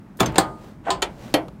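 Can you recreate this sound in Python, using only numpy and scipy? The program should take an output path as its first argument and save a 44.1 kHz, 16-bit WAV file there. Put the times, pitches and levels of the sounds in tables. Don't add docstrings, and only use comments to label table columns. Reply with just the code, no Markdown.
import sys
import numpy as np
from scipy import signal
from scipy.fft import rfft, irfft
from scipy.io import wavfile
from scipy.ndimage import uniform_filter1d

SR = 44100
rng = np.random.default_rng(int(sys.argv[2]) if len(sys.argv) > 2 else 0)


def to_wav(s):
    ch = np.atleast_2d(s).T
    pcm = np.round(np.clip(ch, -1, 1) * 32767)
    wavfile.write(sys.argv[1], SR, pcm.astype(np.int16))


N = 70560


def amp(db):
    return 10 ** (np.asarray(db) / 20)


def unit_rms(x):
    return x / np.sqrt(np.mean(abs(x) ** 2) + 1e-20)


def lookup(table, hz):
    table_hz, values = np.transpose(table)
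    return np.interp(np.log(hz + 1), np.log(table_hz + 1), values)


def colour(x, spectrum):
    gain = amp(lookup(spectrum, np.fft.rfftfreq(len(x), 1 / SR)))
    return unit_rms(irfft(rfft(x) * gain, len(x)))


# (frequency [Hz], relative density [dB])
AIR_SPECTRUM = [(25, -50), (60, -16), (120, -2.5), (200, -0.5), (300, -8.5), (500, -22), (1000, -22.5),
                (2000, -31.5), (4000, -44.5), (8000, -49.5), (15500, -53)]
RUMBLE_SPECTRUM = [(22, -58.5), (32, -20), (45, -4), (65, -8), (120, -33), (1000, -86)]
# (time [s], relative level [dB])
RUMBLE_SWELL = [(0, -16), (.25, -5.5), (.9, 0.5), (1.0, 7), (1.12, 3.5), (1.25, -4.5), (1.499, 3.5),
                (1.6, -0.5)]

def outdoors(air_db=-43.5, rumble_db=-50):
    swell_db = np.interp(np.arange(N) / SR, *np.transpose(RUMBLE_SWELL))
    air = amp(air_db) * colour(rng.standard_normal(N), AIR_SPECTRUM)
    rumble = amp(rumble_db + swell_db) * colour(rng.standard_normal(N), RUMBLE_SPECTRUM)
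    return air + rumble


def friction(strokes, spectrum, slips_per_s, spread_db, slip_s=0.00071):
    t = np.arange(N) / SR
    onsets = rng.random(N) < slips_per_s / SR
    slips = onsets * amp(spread_db * np.minimum(rng.exponential(1, N), 3))
    slip_power = signal.lfilter([1], [1, -np.exp(-1 / (slip_s * SR))], slips ** 2)
    envelope = sum(amp(db) * np.sin(np.pi / 2 * np.interp(t, [start, peak, end], [0, 1, 0])) ** 2
                   for start, peak, end, db in strokes)
    return envelope * colour(np.sqrt(slip_power) * rng.standard_normal(N), spectrum)


# (start [s], peak [s], end [s], level [dB])
GLOVE_STROKES = [(.53, .645, .80, -46), (1.06, 1.12, 1.47, -51), (1.15, 1.25, 1.48, -42.5)]
# (frequency [Hz], relative density [dB])
GLOVE_SPECTRUM = [(200, 3), (600, 1.5), (1400, -10), (2600, -14.5), (7000, -22.5), (10000, -29),
                  (15500, -29.5)]

def glove_rubs():
    return friction(GLOVE_STROKES, GLOVE_SPECTRUM, slips_per_s=6300, spread_db=3.5)


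# (start [s], peak [s], end [s], level [dB])
STEEL_STROKES = [(.185, .206, 0.29, -28), (.32, .37, 0.35, -31.5), (.828, .886, 0.94, -36)]
# (frequency [Hz], relative density [dB])
STEEL_SPECTRUM = [(60, -34), (150, -17), (400, -6.5), (850, -8), (1600, -11.5), (3200, -20.5), (5500, -36),
                  (8000, -31.5), (11000, -53), (15500, -56)]

def steel_scrapes():
    return friction(STEEL_STROKES, STEEL_SPECTRUM, slips_per_s=1400, spread_db=1.0)


def attack(t, hz, rise_s, lag_cycles=0.43):
    return 1 - np.exp(-(t / (rise_s + lag_cycles / hz)) ** 2)


def ring(modes, t, rise_s):
    return sum(amp(db - 60 * t / t60_s) * attack(t, hz, rise_s)
               * np.sin(2 * np.pi * (hz * t + rng.random())) for hz, db, t60_s in modes)


# (frequency [Hz], relative level [dB], t60 [s])
TRAILER_MODES = [(95.5, -37.5, 0.79), (120.1, -32, 0.68), (133.7, -30, 0.66), (178.3, -33.5, 1),
                 (223.3, -35, 0.81), (318.4, -25.5, 0.43), (391, -29.5, 0.61), (633.5, -40.5, 1),
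                 (883, -35, 0.67)]

def trailer_ring(t, rise_s):
    return ring(TRAILER_MODES, t, rise_s)


PART_MODES = { "lever": [(176, -11.5), (285, -18.5), (372, -14), (480, -20.5), (660, -11.5), (762, -12.5),
              (1022, -16.5), (1250, -19), (1722, -20), (2345, -19), (2620, -32.5), (3470, -14.5),
              (3570, -18.5), (6653, -20), (7154, -19.5)], "pin": [(6277, -14), (7047, -30), (7418, -26),
              (7617, -24), (8183, -27), (11950, -31), (12980, -27), (13950, -38)], "catch": [(180, -17.5),
              (310, -15), (378, -15.5), (545, -18.5), (680, -14.5), (775, -7), (845, -22), (1050, -19),
              (1528, -20.5), (1725, -17), (3925, -21.5), (4920, -18.5), (7200, -22.5), (7620, -12.5),
              (8640, -13.5)], "shank": [(689, -15), (780, -15), (1060, -29), (1523, -24.5)],
              "hook": [(380, -23.5), (680, -25), (812, -25), (1023, -16.5), (1240, -27), (1771, -32.5),
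              (2705, -34), (3020, -29), (3305, -30.5), (3700, -30.5), (4474, -28.5), (5227, -34),
              (7060, -32), (7690, -31)], "hinge": [(355, -23), (405, -22.5), (727, -23), (894, -20.5),
              (1039, -32), (1318, -22), (1442, -23.5), (1540, -26.5), (1900, -26.5), (2384, -24.5),
              (3090, -20), (3490, -23.5), (3816, -26), (4317, -25.5), (6940, -17.5), (11270, -30.5),
              (12690, -27)], "eye": [(290, -12.5), (314, -15.5), (522, -11), (606, -17), (694, -13),
              (800, -20.5), (898, -23), (1120, -20), (1310, -23.5), (1911, -21), (2368, -21), (3130, -17.5),
              (4345, -17.5)], }
PART_T60_S = {"lever": 0.14, "pin": 0.115, "catch": 0.12, "shank": 0.14, "hook": 0.22, "hinge": 0.2, "eye":
              0.25}
SINGING_MODES = {"catch": [(1229, -27, 0.55)]}

def part_ring(part, t, rise_s, decay_scale, damping_hz=3130):
    t60_s = decay_scale * PART_T60_S[part]
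    modes = [(hz, db, t60_s / (1 + hz / damping_hz)) for hz, db in PART_MODES[part]]
    return ring(modes + SINGING_MODES.get(part, []), t, rise_s)


CLANG_SPECTRA = { "lever": [(35, -30), (60, -6), (180, 6.5), (550, -13.5), (1250, -5.5), (1600, -22.5),
                 (3500, -18), (5000, -22.5), (15500, -31)], "pin": [(150, -14), (700, -10.5), (4500, -6.5),
                 (7500, -14), (10000, -16.5), (15500, -23)], "catch": [(60, -35), (150, -10), (800, -0.5),
                 (1500, -7.5), (2600, -16), (4400, -5.5), (5700, -16.5), (8400, -7.5), (10300, -21),
                 (15500, -21.5)], "shank": [(150, -10), (700, 2), (2400, -16.5), (5000, -39), (15500, -51)],
                 "hook": [(70, -35), (350, 2), (1050, 8), (1500, -11.5), (4600, -6.5), (5700, -18.5),
                 (8300, -13), (10000, -38), (15500, -42)], "hinge": [(100, -22.5), (380, 0), (850, -0.5),
                 (1150, -8.5), (3700, -5.5), (5600, -12.5), (8500, -13), (15500, -33.5)],
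                 "eye": [(100, -44), (310, 2.5), (680, -1), (1200, -11.5), (3200, -11), (5500, -20),
                 (8500, -24), (10800, -18.5), (15500, -31)], }
# (frequency [Hz], base t60 [s])
TAIL_T60_S = [(100, 0.69), (300, 0.38), (800, 0.4), (1900, 0.26), (4500, 0.13), (8000, 0.11), (14000, 0.11)]
CRACK_T60_S, CRACK_DAMPING_HZ, TAIL_DB = 0.047, 9000, -9
ECHO_DB, ECHO_T60_S = -42.5, 0.78

def clang(part, t, rise_s, tilt_db_per_octave, decay_scale):
    hz = np.fft.rfftfreq(len(t), 1 / SR)
    spectrum = amp(lookup(CLANG_SPECTRA[part], hz))
    spectrum /= np.linalg.norm(spectrum)
    spectrum *= amp(tilt_db_per_octave * np.log2((hz + 1) / 2000))
    edges_hz = np.geomspace(45, 17000, 16)
    phases = np.exp(2j * np.pi * rng.random(len(hz)))
    echo = amp(ECHO_DB - 60 * t / ECHO_T60_S)
    out = np.zeros(len(t))
    for low_hz, high_hz in zip(edges_hz, edges_hz[1:]):
        band = spectrum * ((hz >= low_hz) & (hz < high_hz))
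        centre_hz = np.sqrt(low_hz * high_hz)
        noise = unit_rms(np.fft.ifft(band * phases, len(t)))
        local_power = uniform_filter1d(abs(noise) ** 2, size=400) / 2
        even_noise = noise.real / np.sqrt(local_power + 0.034)
        crack = amp(-60 * t / CRACK_T60_S * (1 + centre_hz / CRACK_DAMPING_HZ))
        tail = amp(TAIL_DB - 60 * t / (decay_scale * lookup(TAIL_T60_S, centre_hz)))
        decay = np.sqrt(crack ** 2 + tail ** 2 + echo ** 2)
        out += np.linalg.norm(band) * even_noise * decay * attack(t, centre_hz, rise_s)
    return out


# (time [s], part, clang gain [dB], part ring gain [dB], trailer ring gain [dB],
#        base rise [s], clang tilt [dB/octave], decay scale [ratio])
LATCH_BLOWS = [ (0.1703, "pin", -64, -64, -60, 0.001, 10.5, 3.9),
               (0.1989, "lever", -12.5, -28, -24, 0.0024, 3.5, 0.63),
               (.2040, "lever", -5.5, -1, -1.5, 0.00039, 0.5, 0.82),
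               (.2300, "hinge", -20, -21, -27.5, 0.00051, -4.5, 0.98),
               (0.2586, "pin", -20, -7, -6, 0.001, -4, 1.23),
               (0.321, "lever", -41, -41.5, -44, .001, 2.5, 0.72),
               (0.356, "hinge", -17.5, -16, -23.5, 0.0021, -2.4, 0.92),
               (0.382, "catch", -6.5, 1, -1.5, 0.00016, -0.14, 0.97),
               (0.8661, "shank", -23, -9, -25, 0.0018, 0.5, 1.75),
               (0.881, "shank", -17.5, -14.5, -36, 0.0017, -0.5, 0.88),
               (0.892, "shank", -21.5, -6, -14, 0.00094, 0, 0.8),
               (.9040, "hook", -16, 0, -15.5, 0.00047, 5.5, 1.15),
               (1.02, "hinge", -23, -7, -20, 0.00083, 4, 0.78),
               (1.0246, "hinge", -15, -5, -18.5, 0.0005, -0.03, 0.79),
               (1.3401, "pin", -19.5, -33, -46, 0.0001, 1, 0.23),
               (1.3410, "eye", -8.5, -3, -8, 0.00019, 0, 0.81),
               (1.4818, "lever", -31.5, -36, -47, 0.00076, -1.5, 0.09), ]

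def latch():
    out = np.zeros(N)
    t = np.arange(32768) / SR
    for time_s, part, clang_db, ring_db, trailer_db, rise_s, tilt, decay_scale in LATCH_BLOWS:
        blow = amp(ring_db) * part_ring(part, t, rise_s, decay_scale)
        blow += amp(clang_db) * clang(part, t, rise_s, tilt, decay_scale)
        blow += amp(trailer_db) * trailer_ring(t, rise_s)
        start = round(time_s * SR)
        out[start:start + len(blow)] += blow[:N - start]
    return out


def scene():
    return (steel_scrapes() + glove_rubs() + latch() + outdoors())[None]


def record(dry, ceiling=0.98, cutoff_hz=15900):
    limited = dry / (1 + (dry / ceiling) ** 4) ** (1 / 4)
    lowpass = signal.firwin(255, cutoff_hz, window=("kaiser", 9), fs=SR)
    return signal.oaconvolve(limited, lowpass[None], "same")


dry = scene()
out = record(dry)
to_wav(out)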